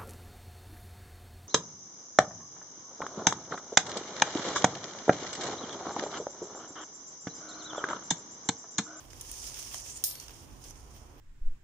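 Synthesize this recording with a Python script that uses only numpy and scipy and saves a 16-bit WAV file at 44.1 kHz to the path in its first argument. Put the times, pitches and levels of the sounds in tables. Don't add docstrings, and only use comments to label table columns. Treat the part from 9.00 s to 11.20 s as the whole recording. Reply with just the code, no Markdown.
import sys
import numpy as np
from scipy import signal
from scipy.fft import rfft, irfft
from scipy.io import wavfile
from scipy.ndimage import map_coordinates

SR = 44100
rng = np.random.default_rng(int(sys.argv[2]) if len(sys.argv) > 2 else 0)


def digitize_waveform(pressure):
    field = np.atleast_2d(pressure).T
    bounded = np.clip(field, -1, 1)
    quanta = np.round(bounded * 32767).astype(np.int16)
    wavfile.write(sys.argv[1], SR, quanta)


N = 97020
TIME = np.arange(N) / SR
FREQS = np.fft.rfftfreq(2 * N, 1 / SR)


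def amp(db):
    return 10 ** (np.asarray(db) / 20)


def unit(x):
    return x / np.sqrt(np.mean(x ** 2) + 1e-20)


def along(points, hz=FREQS):
    f, values = np.transpose(points)
    return np.interp(np.log(hz + 1), np.log(f + 1), values)


def eq(points, tilt_db=0):
    return unit(amp(along(points) + tilt_db * np.log2(np.maximum(FREQS, points[0][0]))))


def colour(x, gain):
    cepstrum = irfft(np.log(np.maximum(gain, 1e-6)))
    cepstrum[1:N] *= 2
    cepstrum[N + 1:] = 0
    return irfft(rfft(x, 2 * N) * np.exp(rfft(cepstrum)))[..., :N]


def wobble(rate):
    return map_coordinates(rng.standard_normal(int(N * rate / SR) + 4), [TIME * rate])


def burst(start, db, t60, rise_s):
    age = np.maximum(TIME - start, 0)
    envelope = (1 - np.exp(-age / rise_s)) * amp(-60 * age / t60)
    return amp(db) * unit(rng.standard_normal((2, N)) * envelope) * np.sqrt(np.mean(envelope ** 2))


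# (f/Hz, level/dB)
ROOM_TONE_EQ = [(20, -13.5), (35, 0), (50, 4), (70, -2.5), (100, -6.5), (138, -6.5), (172, -21.5),
                (230, -14.5), (320, -13.5), (550, -17), (1000, -16), (1600, -27), (3000, -33), (7000, -40),
                (15000, -45.5)]
# (f/Hz, correlation)
CORRELATION = [(30, 0.98), (120, 0.8), (350, 0.97), (700, 0.29), (1500, 0), (8000, 0)]
# (t/s, level/dB)
RUMBLE_RIDE = [(0, 0), (.2, 3.5), (.5, 0), (.72, 0), (.85, -0.5), (1.1, -8.5), (1.3, 2), (1.5, -1.5),
               (1.7, 4), (2.2, 3.5)]

def room_tone(level_db=-51.5, pan_db=-0.37, crossover_hz=84):
    width = np.arccos(np.clip(along(CORRELATION), -.99, .99)) / 2
    mid = colour(rng.standard_normal(N), eq(ROOM_TONE_EQ) * np.cos(width))
    side = colour(rng.standard_normal(N), eq(ROOM_TONE_EQ) * np.sin(width))
    bed = np.array([mid + side, mid - side]) * amp([[level_db + pan_db], [level_db - pan_db]])
    lows = irfft(rfft(bed, 2 * N) / (1 + (FREQS / crossover_hz) ** 6))[:, :N]
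    return bed - lows + lows * amp(np.interp(TIME, *np.transpose(RUMBLE_RIDE)))


# (t/s, level/dB)
HANDLING_RIDE = [(0, -63.5), (1.15, -76), (1.3, -63), (1.48, -57), (1.75, -61.5), (1.9, -65), (2.2, -61)]
# (f/Hz, level/dB)
HANDLING_EQ = [(40, -29), (75, 4.5), (140, 3.5), (175, -7.5), (230, -1), (320, -4), (500, -13.5),
               (1000, -37), (4000, -37)]

def handling():
    centre, wide = rng.standard_normal(N), 1.17 * rng.standard_normal((2, N))
    return colour(centre + wide, eq(HANDLING_EQ)) * amp(np.interp(TIME, *np.transpose(HANDLING_RIDE)))


def friction(rate, grain_db, spread_db, flutter_db):
    slips = (rng.random(N) < rate / SR) * amp(spread_db * np.minimum(rng.exponential(size=N), 2))
    rub = rng.standard_normal((2, N))
    grain = amp(grain_db) * unit(slips * rng.standard_normal((2, N)))
    return unit((rub + grain) * amp(flutter_db * (wobble(60.05) + wobble(220))))


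# (f/Hz, level/dB)
HISS_EQ = [(400, -9.5), (1500, -17), (3200, -11), (4200, -0.5), (6000, 0.5), (8000, -0.5), (10000, -0.5),
           (12000, -9.5), (15500, -19.5)]
SCRAPE_EQ = [(300, -2), (800, 0.5), (1500, -2), (2400, 1.5), (3200, 5), (4200, -1), (8000, -17),
             (11000, -4), (13000, -5), (15500, -0.5)]

def sliding(stroke, fade_s=0.063, hiss_trim_db=-0.5, scrape_trim_db=1):
    times, hiss_db, scrape_db = np.transpose(stroke)
    gate = np.clip(1 + np.minimum(TIME - times[0], times[-1] - TIME) / fade_s, 0, 1)
    hiss = colour(friction(rate=500, grain_db=-12, spread_db=3.5, flutter_db=1.03), eq(HISS_EQ))
    scrape = colour(friction(rate=430, grain_db=-18.5, spread_db=7.5, flutter_db=2.5), eq(SCRAPE_EQ))
    hiss *= amp(hiss_trim_db + np.interp(TIME, times, hiss_db))
    scrape *= amp(scrape_trim_db + np.interp(TIME, times, scrape_db))
    return gate * (hiss + scrape)


# (t/s, hiss level/dB, scrape level/dB)
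PULL_RIDE = [(0, -61.5, -60), (0.08, -68.5, -72), (0.12, -62, -57.5), (0.16, -58, -58), (0.25, -53, -57),
             (0.3, -49, -54), (0.34, -48.5, -54.5), (0.41, -50, -56), (0.47, -43, -50),
             (0.505, -51.5, -53.5), (0.565, -50, -51), (0.6, -45, -52), (0.66, -50.5, -49.5),
             (0.72, -48.5, -49.5), (0.785, -43.5, -52.5), (0.835, -55, -61), (0.885, -48.5, -48.5),
             (0.915, -49, -60.5), (0.94, -56, -59.5), (0.975, -51.5, -53.5), (1.015, -57.5, -60.5)]

def pull():
    return sliding(PULL_RIDE)


# (t/s, level/dB, tilt/dB per octave, t60/s)
TICK_CUES = [(0.103, -51.5, -1, 0.067), (0.132, -38, -6, 0.012), (0.379, -36, -3, 0.0038),
             (0.4228, -44, -4, 0.0046), (0.4408, -40, 4, 0.019), (.519, -38, -6, .007),
             (0.5425, -38, 0.5, 0.023), (0.592, -42, 12, 0.039), (.6265, -31, 4, 0.0049),
             (.7438, -24.5, 1, .005), (0.7516, -37, 5, 0.0054), (.851, -44, 1, 0.0068),
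             (0.879, -48, 5, 0.015), (1.11, -40, 0, 0.028), (1.153, -36, -2.5, .008),
             (1.1552, -37.5, -3.5, .012), (1.1993, -37, 5, .02), (1.2095, -43, 5, 0.0087),
             (1.226, -41, 4, .008), (1.2815, -41.5, -2, .02), (1.294, -43, -5, .02), (1.308, -45, 0, .008),
             (1.6393, -46.5, 3, 0.065), (1.6993, -49, 10, 0.013), (1.708, -40, 3, 0.0086),
             (1.755, -55, -4.5, 0.057)]
# (f/Hz, level/dB)
TICK_EQ = [(300, -3), (1000, -2), (3000, 4.5), (6000, 7), (10000, -1.5), (12000, 2), (15500, -44)]

def ticks():
    return sum(colour(burst(start, db, t60, rise_s=.0003), eq(TICK_EQ, tilt))
               for start, db, tilt, t60 in TICK_CUES)


# (t/s, level/dB, t60/s)
CLICK_CUES = [(.2099, -28.5, .006), (.2109, -19, .0035), (.2125, -36, .02), (.3138, -31.5, .02)]
# (f/Hz, level/dB)
CLICK_EQ = [(1000, -18), (2400, -13), (3300, -7), (4500, -11), (6200, -6), (7400, -6.5), (8800, -1),
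            (10200, 1.5), (11500, -4.5), (15500, -7.5)]

def clicks():
    hits = sum(burst(start, db, t60, rise_s=.0006) for start, db, t60 in CLICK_CUES)
    return colour(hits, eq(CLICK_EQ))


# (t/s, level/dB)
KNOCK_CUES = [(.744, -39.5), (1.0393, -50)]
# (f/Hz, relative level/dB, t60/s)
BASKET_MODES = [(630, -5, .025), (750, -1, .03), (880, -2, .025), (1030, -3, .028), (1180, -3, .025),
                (1590, -9, .02), (1900, -9, .02), (3160, -5, .025)]

def knocks(rise_s=.0004):
    wall = np.zeros(N)
    for start, db in KNOCK_CUES:
        age = np.maximum(TIME - start, 0)
        attack = 1 - np.exp(-age / rise_s)
        for hz, mode_db, t60 in BASKET_MODES:
            phase = 2 * np.pi * hz * age + rng.uniform(0, 2 * np.pi)
            wall += attack * amp(db + mode_db - 60 * age / t60) * np.sin(phase)
    return wall


def glide(path):
    times, hz, db = np.transpose(path)
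    phase = 2 * np.pi * np.cumsum(np.interp(TIME, times, hz)) / SR
    return phase, amp(np.interp(TIME, times, db)) * (TIME > times[0]) * (TIME < times[-1])


# (t/s, f/Hz, level/dB)
ZING_SWEEP = [(0.819, 6340, -55), (.86, 6704, -59), (0.904, 7360, -50), (0.941, 7920, -53.5),
              (0.975, 8220, -45.5), (1.01, 7800, -74)]

def zing(width_hz=3000):
    phase, envelope = glide(ZING_SWEEP)
    band = [wobble(width_hz) * np.cos(phase) + wobble(width_hz) * np.sin(phase) for port in range(2)]
    return unit(np.array(band)) * envelope


# (t/s, level/dB)
SLAP_CUES = [(1.0392, -14), (1.0404, -15.5), (1.0418, -15), (1.0432, -23), (1.0453, -22), (1.0477, -26),
             (1.0658, -29)]
# (f/Hz, level/dB)
SNAP_EQ = [(300, -38), (1200, -24), (1800, -20), (3000, -13), (3900, -5.5), (4600, -0.5), (6000, -5),
           (8000, 0), (10000, 2), (12500, 0.5), (15000, 1.5)]

def snap():
    slaps = sum(reverb(burst(start, db, t60=0.0055, rise_s=1 / SR), wet_db=-1) for start, db in SLAP_CUES)
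    return colour(slaps, eq(SNAP_EQ))


# (f/Hz, level/dB, t60/s)
RING_MODES = [(8866, -53, .24), (12272, -36.5, .33), (12368, -32, .32), (14865, -53, .2)]

def ring(attack_s=0.012, pan_db=4.3, lag_cycles=.17, waver_rad=.28):
    age = np.maximum(TIME - SLAP_CUES[0][0], 0)
    lag = 2 * np.pi * np.array([[0], [lag_cycles]])
    partials = np.zeros((2, N))
    for hz, db, t60 in RING_MODES:
        phase = 2 * np.pi * hz * age - lag + waver_rad * wobble(120)
        partials += amp(db - 60 * age / t60) * np.sin(phase)
    return partials * (1 - np.exp(-age / attack_s)) * amp([[pan_db], [-pan_db]])


# (t/s, f/Hz, level/dB)
WHINE_BEND = [(1.098, 4340, -66), (1.116, 4360, -53.5), (1.148, 4470, -59), (1.165, 4430, -53.5),
              (1.2, 4405, -56.5), (1.25, 4388, -59.5), (1.275, 4380, -71)]

def whine(roughness=.65, flutter_hz=240):
    phase, envelope = glide(WHINE_BEND)
    tone = [(1 + roughness * wobble(flutter_hz)) * np.sin(phase + roughness * wobble(flutter_hz))
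            for port in range(2)]
    return unit(np.array(tone)) * envelope


# (t/s, hiss level/dB, scrape level/dB)
SETTLE_RIDE = [(1.21, -55, -57), (1.25, -57.5, -58.5), (1.295, -62.5, -59), (1.36, -58.5, -60),
               (1.41, -59, -61.5), (1.47, -68.5, -65), (1.59, -65, -67.5), (1.65, -58, -57.5),
               (1.705, -55, -61), (1.735, -70, -73), (1.77, -60, -72), (1.87, -68, -71), (1.96, -62.5, -60),
               (2.02, -67, -70), (2.08, -73.5, -75), (2.2, -78, -66.5)]

def settle():
    return sliding(SETTLE_RIDE)


# (f/Hz, t60/s)
ROOM_DECAY = [(200, 0.088), (2000, 0.96), (6000, 0.24), (10000, 0.35), (15000, 0.23)]

def reverb(x, wet_db, onset_s=0.00067):
    hz, age, spectrum = signal.stft(rng.standard_normal((2, SR // 2)), SR, nperseg=256)
    decay = amp(-60 * age / along(ROOM_DECAY, hz)[:, None])
    tail = signal.istft(spectrum * decay, SR, nperseg=256)[1]
    tail *= 1 - np.exp(-(TIME[:tail.shape[1]] / onset_s) ** 2)
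    return x + amp(wet_db) * signal.fftconvolve(x, tail / np.linalg.norm(tail[0]), axes=1)[:, :N]


def scene():
    slides = reverb(pull() + zing() + settle(), wet_db=-11.5)
    contacts = reverb(ticks() + clicks() + knocks(), wet_db=-9)
    return slides + contacts + snap() + ring() + whine() + room_tone() + handling()


# (f/Hz, level/dB)
LEFT_EQ = [(1000, -3.5), (3200, -0.5), (4200, -5), (6000, -1), (7600, -0.5), (8400, 4), (9200, 7),
           (10000, 3.5), (11000, -4), (12500, 1), (14000, -2), (15200, -8)]
RIGHT_EQ = [(1000, -1), (3200, 2), (4200, -2.5), (5200, 9), (6200, 11.5), (7000, 8.5), (7800, -1.5),
            (9100, -4.5), (10200, -4), (12500, 0), (14000, 2.5), (15000, 7)]

def record(dry, cutoff_hz=15300):
    ports = np.array([colour(x, amp(along(port))) for x, port in zip(dry, (LEFT_EQ, RIGHT_EQ))])
    return irfft(rfft(ports, 2 * N) / np.sqrt(1 + (FREQS / cutoff_hz) ** 200))[:, :N]


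dry = scene()
out = record(dry)
digitize_waveform(out)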